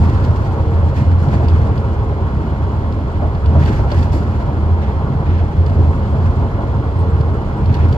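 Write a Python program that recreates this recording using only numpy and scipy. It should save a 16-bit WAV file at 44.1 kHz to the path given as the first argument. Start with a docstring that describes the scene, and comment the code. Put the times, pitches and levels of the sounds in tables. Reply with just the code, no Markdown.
"""A rubber-tyred tram runs along a raised concrete track, heard from inside the front of the car.
The tyres shake the body, set the cabin air booming, roar on the concrete and thud over joints.
The drive hums thinly, air rushes past, and the shoes that collect power rub on their rail in spells.
Loose fittings rattle and tick as the car is jolted, and now and then there is a faint, high squeak."""
import sys
import numpy as np
from scipy import signal
from scipy.fft import rfft, irfft, next_fast_len
from scipy.io import wavfile
from scipy.ndimage import uniform_filter1d

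SR = 44100
rng = np.random.default_rng(int(sys.argv[2]) if len(sys.argv) > 2 else 0)


def to_wav(sig):
    """Store sig (one row per channel, or 1-D mono) as 16-bit WAV at the path in sys.argv[1].

    Samples outside -1..1 are clipped; the rate is SR.
    """
    pcm = np.clip(np.atleast_2d(sig), -1, 1) * 32767
    pcm = np.round(pcm).astype(np.int16)
    wavfile.write(sys.argv[1], SR, pcm.T)  # frames by channels


N = 351477
FFT_SIZE = next_fast_len(N, real=True)
HZ = np.maximum(np.arange(FFT_SIZE // 2 + 1) * SR / FFT_SIZE, 1)  # the frequencies in a spectrum

# How rough the track is. Each row: time in seconds, roughness in dB above ordinary concrete.
ROUGHNESS = [(0, 8), (.5, 1.5), (.65, 2), (1.1, 2), (1.35, 3.5), (1.7, 4), (1.9, -0.5), (2.1, -1),
             (2.7, -1.5), (3.4, -2.5), (3.57, 3.5), (3.98, 1.5), (4.3, 1.5), (4.9, -2), (5.55, -0.5),
             (5.8, 2.5), (6.8, -1.5), (7.55, 0), (7.85, 4)]
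# How sounds follow it. Each pair: level in dB on ordinary concrete, dB added per dB of roughness.
BOOM_LAW, BODY_LAW, SWAY_LAW, ROAR_LAW = (-22.5, 1.0), (-20, 0.69), (-21.5, 0.14), (-24.5, 0.25)
SCRAPE_LAW, SIZZLE_LAW, RATTLE_LAW = (-50, 0.8), (-62, 1.8), (-59, 0.93)

# Uneven patches: long waves in the concrete make the air boom, short ones shake the body.
# Each row: start in seconds, length in seconds, boom in dB, body shake in dB.
BUMPS = [(0.0, 0.046, -9, -15), (0.145, 0.21, -11.5, -29), (.46, .07, -20.5, -21),
         (0.723, 0.13, -11.5, -35), (0.964, 0.071, -29, -15.5), (1.047, 0.15, -12.5, -53),
         (1.267, 0.052, -31, -13.5), (1.347, 0.19, -11, -39), (1.579, .05, -17.5, -17),
         (2.725, 0.17, -23, -40), (3.088, .2, -24, -45), (3.45, 0.15, -10.5, -35), (3.554, 0.088, -18, -13),
         (3.69, 0.08, -13.5, -21), (3.8, .05, -31.5, -15), (3.88, 0.11, -13, -22),
         (4.052, 0.045, -15.5, -25), (4.193, .16, -23.5, -25), (4.604, 0.2, -15, -47),
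         (5.018, 0.15, -30.5, -17.5), (5.258, 0.28, -18, -29), (5.574, 0.13, -13, -25),
         (5.733, 0.22, -12, -20), (6.11, .2, -15.5, -24), (6.362, 0.035, -23, -13),
         (6.695, 0.11, -37, -17.5), (6.941, 0.31, -20, -22.5), (7.162, 0.045, -22.5, -15.5),
         (7.66, .04, -12, -28), (7.797, 0.11, -15.5, -22)]
# The car lurches on its springs. Each row: start in seconds, level in dB.
LURCHES = [(.1, -20), (1.86, -18.5), (3.29, -16), (3.65, -15), (3.95, -16.5), (6.21, -20.5)]
# How loud the drive hums. Each row: time in seconds, level in dB.
HUM_LEVEL = [(0, -42.5), (.4, -38.5), (1.7, -40.5), (2.6, -52), (3.3, -52.5), (3.5, -37.5), (4, -52.5),
             (5.2, -40.5), (6.3, -47), (7, -39.5), (7.97, -38.5)]
# The tones in that hum. Each row: pitch in Hz, dB added to the hum's level.
HUM_TONES = [(452, 2), (1143, -21.5)]
# A shoe presses on the rail. Each row: start and length in seconds, scrape and sizzle in relative dB.
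RUBS = [(0.0, 0.26, -48, -56), (0.305, 0.23, -51.5, -52), (0.94, 0.06, -40.5, -46),
        (1.198, 0.034, -49, -46), (1.298, 0.042, -39.5, -45), (1.424, 0.14, -46, -62),
        (3.517, .07, -49, -60), (3.584, 0.11, -37.5, -45.5), (3.69, 0.1, -42.5, -45.5),
        (3.9, 0.043, -37.5, -45), (3.935, 0.1, -43.5, -44.5), (4.115, 0.026, -42, -38),
        (4.224, 0.18, -52, -55.5), (4.8, 0.076, -43, -60), (5.252, 0.13, -42.5, -69), (6.18, .08, -51, -54),
        (7.684, 0.16, -43, -68)]
# Loose fittings tick. Each row: start in seconds, ring in relative dB, crack in dB.
TICKS = [(0.0971, -42, -39), (0.2408, -37.5, -41), (0.248, -38, -41), (0.36, -42, -49), (0.966, -52, -40),
         (1.2859, -40, -48), (1.4835, -32.5, -38), (1.4984, -40, -47), (1.7776, -37.5, -46),
         (2.9232, -40, -49), (3.1166, -49, -52), (3.3492, -39, -50), (3.4599, -36, -45), (3.6117, -40, -44),
         (3.652, -37, -41), (3.659, -34, -38), (3.693, -39, -42), (3.9025, -44, -46), (3.917, -28.5, -37.5),
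         (3.944, -42, -42), (4.028, -34, -44), (4.13, -42, -39), (5.663, -38, -43), (5.696, -41, -44),
         (7.209, -36.5, -43), (7.658, -37, -44), (7.728, -43, -48), (7.7413, -31, -37), (7.749, -40, -46),
         (7.7688, -42, -48), (7.926, -33, -39)]
# The tyres cross joints in the track. Each row: start in seconds, thud in dB, knock in dB.
JOINTS = [(0.292, -47, -28.5), (1.26, -26, -27), (1.329, -26, -23), (1.397, -33, -25), (1.659, -24.5, -29),
          (2.04, -27, -38), (2.83, -41, -28), (3.219, -24.5, -22), (3.552, -22.5, -21), (3.677, -22.5, -34),
          (3.79, -33, -27), (3.915, -23, -23), (4.131, -21, -33), (4.42, -27, -29), (4.475, -25.5, -33),
          (5.07, -40, -36.5), (5.64, -27.5, -42), (5.698, -25.5, -30.5), (5.78, -22, -43),
          (5.849, -31.5, -28.5), (5.999, -23.5, -39), (6.121, -24, -27.5), (6.4, -26, -30),
          (6.584, -26.5, -25.5), (7.829, -22, -32)]
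# Faint, high squeaks. Each row: start in seconds, pitch in Hz, level in dB.
SQUEAKS = [(0.70, 7600, -63), (5.83, 7300, -63), (5.905, 7630, -62), (6.09, 7800, -61), (6.165, 7700, -62),
           (6.355, 7700, -64), (6.93, 8200, -61), (6.98, 8200, -51), (7.09, 7700, -56), (7.565, 8200, -56),
           (7.875, 7750, -63)]

# A colour says how strong a noise is from low to high. Each row: frequency in Hz, relative level in dB.
BODY_COLOUR = [(66, -6), (92, 3), (115, -0.5), (150, -4.5), (166, -8.5), (182, -17.5), (212, -13.5),
               (245, -19), (330, -27.5)]  # the shaking body
SWAY_COLOUR = [(15, -32), (28, -16), (35, -2.5), (39, -7), (45, 4), (53, -3), (62, 1), (70, 9), (78, 3),
               (86, -26.5)]  # the rocking car
ROAR_COLOUR = [(140, -1.5), (165, 3.5), (182, -2), (207, 6), (235, 0), (265, 0.5), (370, -4), (500, -7),
               (720, -5.5), (950, -11), (1100, -8.5), (1200, -14), (1400, -14), (1650, -19), (2300, -62.5),
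               (4000, -66.5)]  # tread on concrete
AIR_COLOUR = [(1100, -19), (1700, -3.5), (2100, 3), (2500, -10.5), (3300, -7), (3750, -10.5), (4200, -15),
              (5000, -14), (6000, -23), (7500, -25), (9800, -26.5), (12000, -35.5), (15500, -43.5)]  # rushing air
SCRAPE_COLOUR = [(900, -17.5), (1600, 7.5), (2200, 1.5), (3000, -5.5), (3750, -7), (4500, -14.5),
                 (6000, -18.5), (9000, -40)]  # a shoe's dull scrape
SIZZLE_COLOUR = [(2500, -20.5), (4400, 7.5), (6000, 0.5), (7700, -1), (9800, -2), (11500, -8.5),
                 (15500, -17.5)]  # a shoe's fine sizzle
RATTLE_COLOUR = [(2500, -2), (4500, 4), (6000, -6), (7800, -3.5), (11500, -13.5), (15500, -22.5)]  # small loose parts
CRACK_COLOUR = [(1400, -1), (2700, 4.5), (3800, 0.5), (4750, 1.5), (6200, -3), (7800, -4.5), (11500, -11),
                (15500, -22)]  # a plastic fitting's crack
THUD_COLOUR = [(230, -4.5), (290, 1.5), (340, 0.5), (365, -12.5), (410, -3.5), (500, -10.5)]  # the floor at a joint
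KNOCK_COLOUR = [(450, -12), (570, 1), (740, -4.5), (850, -6.5), (1050, -6), (1200, -12), (1500, -16.5)]  # the walls at a joint

# Modes are where a part likes to ring. Each row: frequency in Hz, width in Hz, boost or cut in dB.
BODY_MODES = [(128.4, 5.6, 2.5), (139, 6.4, 3), (199, 30, 4.5)]  # the car body
PANEL_MODES = [(325, 17, 2.5), (374, 10, 2.5), (413.5, 33, 4.5), (539, 16, 6.5), (577, 9, 5.5),
               (744, 8, -8), (800, 12, 2), (832, 39, 5), (923.4, 30, 8), (960, 12, 8), (991, 12, 1.5),
               (1031, 8.4, 6)]  # floor and wall panels
TRIM_MODES = [(2385, 22, 9.5), (2660, 27, 6.5), (2820, 35, 2), (2930, 16, 12.5), (3150, 14, 5.5),
              (3350, 18, 7), (4150, 200, 8), (6470, 350, 7.5), (7650, 500, 1), (10800, 2700, 9)]  # cabin trim in the rushing air
FITTING_MODES = [(2900, 430, -3.5), (3500, 300, -3), (4280, 290, -4.5), (4720, 380, -4.5), (5300, 300, -16)]  # loose fittings
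KNOCK_MODES = [(575, 57, 7.5), (670, 55, 7), (826, 35, 6)]  # knocked walls

# The microphone's left and right openings, or ports. Each row: frequency in Hz, how alike they sound
# from 0 to 1, how far the left is ahead in radians, how much louder the left is in dB.
PORTS = [(80, .999, .42, -1), (130, .996, .36, -.7), (220, .98, .15, 0), (290, .96, .35, 0),
         (430, .91, -.1, 1), (590, .74, 1, 0), (740, .52, .9, -.5), (1000, .72, .65, -.5),
         (1380, .5, .6, -1.5), (1580, .66, 3.95, -.5), (2050, .85, 3.75, -3), (2350, .55, 3.6, -3),
         (2600, .65, 7.05, -1.5), (3350, .55, 7.1, -1.5), (3950, .42, 10.1, 1), (4800, .35, 13.2, .5),
         (6000, .2, 15.4, -.5), (7200, .45, 18.4, -1), (11500, .7, 31, 0), (15500, .6, 38, 0)]
# Dips in the microphone's treble. Each row: frequency in Hz, width in Hz, level change in dB.
MIC_DIPS = [(9260, 760, -28), (13550, 500, -12.5)]


def from_db(db):
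    """Turn decibels into a gain to multiply by."""
    return 10 ** (np.asarray(db) / 20)


def rms_one(x):
    """Scale a signal so that its average level (rms) is 1."""
    return x / np.sqrt(np.mean(x ** 2) + 1e-20)


def in_time(rows):
    """Join a table's rows with straight lines, giving each column a value at every sample."""
    times, *columns = np.transpose(rows)
    return [np.interp(np.arange(N) / SR, times, column) for column in columns]


def in_frequency(rows):
    """Join a table's rows, giving each column a value at every frequency."""
    hz, *columns = np.transpose(rows)
    return [np.interp(np.log(HZ), np.log(hz), column) for column in columns]


def peak(hz, width_hz):
    """The power curve of one resonance: 1 at its centre, falling away on both sides."""
    return 1 / (1 + ((HZ ** 2 - hz ** 2) / (HZ * width_hz)) ** 2)


def colour(points, modes=()):
    """Gain at each frequency: a smooth curve with modes added, falling steeply past its ends."""
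    low_hz, high_hz = points[0][0], points[-1][0]
    edges = np.minimum(np.minimum(HZ / low_hz, high_hz / HZ), 1) ** 6
    modes_db = sum(db * peak(hz, width) for hz, width, db in modes)
    return edges * from_db(in_frequency(points)[0] + modes_db)


def white():
    """The spectrum of a fresh white noise."""
    return rfft(rng.standard_normal(FFT_SIZE))


def to_sound(spectrum):
    """Turn a spectrum into samples."""
    return irfft(spectrum, FFT_SIZE)[..., :N]


def drift(rate_hz):
    """A smooth random wobble of about 1 either way; a higher rate makes it quicker."""
    return rms_one(to_sound(white() / (1 + (HZ / rate_hz) ** 2)))


def throb(low_hz=5, high_hz=14):
    """Uneven pulsing of about 1 either way, by default at the rate of the bouncing wheels."""
    return rms_one(to_sound(white() * colour([(low_hz, 0), (high_hz, 0)])))


def at_ports(direct, diffuse):
    """Two spectra to stereo: sound reaches the ports out of step, and partly unrelated."""
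    alike, lead, balance_db = in_frequency(PORTS)
    alike, tilt = np.clip(alike, 0, 1), from_db(balance_db / 2)
    right = alike * np.exp(-1j * lead) * direct + np.sqrt(1 - alike ** 2) * diffuse
    return to_sound(np.array([direct * tilt, right / tilt]))


def tone_at_ports(tone):
    """A mono tone as the two ports hear it."""
    spectrum = rfft(tone, FFT_SIZE)
    return at_ports(spectrum, 1j * spectrum)


def noise(gain):
    """Stereo noise of a given colour, at level 1."""
    return rms_one(at_ports(white() * gain, white() * gain))


def evened(x, span_s):
    """Smooth away a noise's own swells that last longer than span_s."""
    power = uniform_filter1d(np.mean(x ** 2, axis=0), int(span_s * SR))
    power = uniform_filter1d(power, int(span_s * SR / 2))
    return rms_one(x / np.sqrt(power + 1e-9))


def swell(start_s, t60, rise_s, hold_s=0):
    """The loudness shape of a push: it rises, holds, then fades by 60 dB in t60 seconds."""
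    start, shape = int(start_s * SR), np.zeros(N)
    age = np.arange(min(SR, N - start)) / SR
    fade = from_db(-60 * np.maximum(age - hold_s, 0) / t60)
    shape[start:start + len(age)] = fade * (1 - np.exp(-age / rise_s))
    return shape


def ride_gain(law, rough_db, events=()):
    """A sound's gain: it follows the track's roughness, and single events add their power."""
    level_db, slope = law
    return np.sqrt(from_db(level_db + slope * rough_db) ** 2 + sum(event ** 2 for event in events))


def wandering_tone(hz, wander_hz, rate_hz):
    """A pure tone at level 1 whose pitch strays a little."""
    return np.sqrt(2) * np.sin(2 * np.pi * np.cumsum(hz + wander_hz * drift(rate_hz)) / SR)


def patchy(x, low_hz, high_hz, depth_db, rate_hz, count=7):
    """Split a sound into frequency bands and let each one surge on its own."""
    spectrum, centres = rfft(x, FFT_SIZE), np.log(np.geomspace(low_hz, high_hz, count))
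    bands = (to_sound(spectrum * np.interp(np.log(HZ), centres, share)) for share in np.eye(count))
    return sum(band * from_db(depth_db * drift(rate_hz)) for band in bands)


def rumble(rough_db, boom_hz=84.66, boom_throb_db=-0.5, body_throb_db=3.0):
    """Rough concrete shakes and rocks the car; long bumps make the cabin air boom on one low note."""
    drone = evened(noise(peak(boom_hz, width_hz=6) * colour([(60, 0), (120, 0.008)])), span_s=0.35)
    body = evened(noise(colour(BODY_COLOUR, BODY_MODES)), span_s=0.12)
    sway = evened(noise(colour(SWAY_COLOUR)), span_s=0.17)
    boom_power, shakes = 0, []
    for start, length, boom_db, body_db in BUMPS:
        push = swell(start, t60=0.37, rise_s=0.013, hold_s=length)
        boom_power += (from_db(boom_db) * push) ** 2
        shakes.append(from_db(body_db) * push)
    lurches = [from_db(db) * swell(start, t60=0.54, rise_s=0.084, hold_s=0.15) for start, db in LURCHES]
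    pressure = np.sqrt(boom_power) * from_db(boom_throb_db * throb())
    boom = tone_at_ports(pressure * wandering_tone(boom_hz, wander_hz=1.958, rate_hz=5.7))
    drone *= ride_gain(BOOM_LAW, rough_db)
    body *= ride_gain(BODY_LAW, rough_db + body_throb_db * throb(), shakes)
    sway *= ride_gain(SWAY_LAW, rough_db, lurches)
    return boom + drone + body + sway


def tyre_roar(rough_db, flutter_db=0.65):
    """Tread noise comes through the floor and wall panels, fluttering and surging."""
    flutter = from_db(flutter_db * drift(rate_hz=20))
    roar = noise(colour(ROAR_COLOUR, PANEL_MODES))
    roar = patchy(roar, low_hz=279, high_hz=1300, depth_db=1.4, rate_hz=12)
    return ride_gain(ROAR_LAW, rough_db) * flutter * evened(roar, span_s=0.27)


def rushing_air(level_db=-46):
    """Passing air hisses steadily and makes the cabin trim ring."""
    return from_db(level_db) * noise(colour(AIR_COLOUR, TRIM_MODES))


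def drive_hum(waver_db=3.0):
    """The drive sings thin tones that waver in level and pitch."""
    hum_db, hum = in_time(HUM_LEVEL)[0], 0
    for hz, db in HUM_TONES:
        gain = from_db(hum_db + db + waver_db * drift(rate_hz=5.9))
        hum += gain * wandering_tone(hz, wander_hz=3.2, rate_hz=12)
    return tone_at_ports(hum)


def collector_shoes(rough_db, scrape_gain_db=3.0, sizzle_gain_db=-3, chatter_db=1.63, grit_db=0.3):
    """Sliding shoes make a dull scrape and a gritty sizzle; both swell when one presses on the rail."""
    scrapes, sizzles = [], []
    for start, length, scrape_db, sizzle_db in RUBS:
        press = swell(start, t60=0.37, rise_s=0.014, hold_s=length)
        scrapes.append(from_db(scrape_db) * press)
        sizzles.append(from_db(sizzle_db) * press)
    scrape = ride_gain(SCRAPE_LAW, rough_db, scrapes) * noise(colour(SCRAPE_COLOUR))
    sizzle = ride_gain(SIZZLE_LAW, rough_db, sizzles) * noise(colour(SIZZLE_COLOUR))
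    chatter = from_db(chatter_db * throb(low_hz=6.8, high_hz=21.5))
    grit = from_db(grit_db * drift(rate_hz=300))
    return chatter * (from_db(scrape_gain_db) * scrape + from_db(sizzle_gain_db) * grit * sizzle)


def rattle(rough_db, taps_per_s=100, spread_db=0.5, t60=.07):
    """Small loose parts make tiny taps all the time, louder on rough concrete."""
    taps = rng.random(N) < taps_per_s / SR
    strengths = from_db(spread_db * np.minimum(rng.exponential(1, N), 3))
    decay = from_db(-60 / (t60 * SR)) ** 2  # share of a tap's power left after one sample
    power = signal.lfilter([1], [1, -decay], (taps * strengths) ** 2 + 1e-12)
    return ride_gain(RATTLE_LAW, rough_db) * rms_one(np.sqrt(power)) * noise(colour(RATTLE_COLOUR))


def fitting_ticks(ring_gain_db=1.0, echo_db=-17):
    """A jolted fitting rings briefly and gives a dry crack with a short cabin echo."""
    modes = sum(from_db(db) * peak(hz, width) for hz, width, db in FITTING_MODES)
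    rings = cracks = 0
    for start, ring_db, crack_db in TICKS:
        rings += from_db(ring_db + ring_gain_db) * swell(start, t60=0.033, rise_s=.0003)
        echo = from_db(echo_db) * swell(start, t60=.2, rise_s=.003)
        cracks += from_db(crack_db) * (swell(start, t60=0.03, rise_s=.0003) + echo)
    ring_noise = evened(noise(modes), span_s=.005)
    crack_noise = evened(noise(colour(CRACK_COLOUR)), span_s=.004)
    return rings * ring_noise + cracks * crack_noise


def track_joints():
    """Rubber softens each joint to a thud in the floor and a hollow knock in the walls."""
    thuds = knocks = 0
    for start, thud_db, knock_db in JOINTS:
        thuds += from_db(thud_db) * swell(start, t60=0.32, rise_s=0.0087, hold_s=.01)
        knocks += from_db(knock_db) * swell(start, t60=0.21, rise_s=0.00093, hold_s=.01)
    floor = evened(noise(colour(THUD_COLOUR)), span_s=0.021)
    walls = evened(noise(colour(KNOCK_COLOUR, KNOCK_MODES)), span_s=0.012)
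    return thuds * floor + knocks * walls


def squeaks(jitter_hz=210, upper_ratio=1.48, upper_db=-11):
    """Short, thin chirps: an unsteady high tone with a weaker one above it."""
    pitch_hz, _ = in_time(SQUEAKS)
    phase = 2 * np.pi * np.cumsum(pitch_hz + jitter_hz * drift(rate_hz=200)) / SR
    tone = np.sqrt(2) * (np.sin(phase) + from_db(upper_db) * np.sin(upper_ratio * phase))
    gain = sum(from_db(db) * swell(start, t60=.1, rise_s=.008, hold_s=0.017) for start, _, db in SQUEAKS)
    return tone_at_ports(gain * tone)


def scene():
    """Add up the wheels, air, drive, shoes and cabin noises."""
    rough_db = in_time(ROUGHNESS)[0]
    wheels = rumble(rough_db) + tyre_roar(rough_db) + track_joints()
    running = wheels + rushing_air() + drive_hum() + collector_shoes(rough_db)
    return running + fitting_ticks() + rattle(rough_db) + squeaks()


def record(dry, fade_s=0.0014, ceiling=.95, cutoff_hz=15700):
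    """The microphone has two dips in the treble; the tallest peaks are rounded and the top is cut."""
    end_fades = np.minimum(np.minimum(np.arange(N), np.arange(N)[::-1]) / (fade_s * SR), 1)
    dips = from_db(sum(db * peak(hz, width) for hz, width, db in MIC_DIPS))
    heard = to_sound(rfft(dry * end_fades, FFT_SIZE) * dips)
    rounded = heard / (1 + (heard / ceiling) ** 8) ** (1 / 8)
    return signal.sosfilt(signal.ellip(10, .1, 80, cutoff_hz, fs=SR, output="sos"), rounded)


dry = scene()
out = record(dry)
to_wav(out)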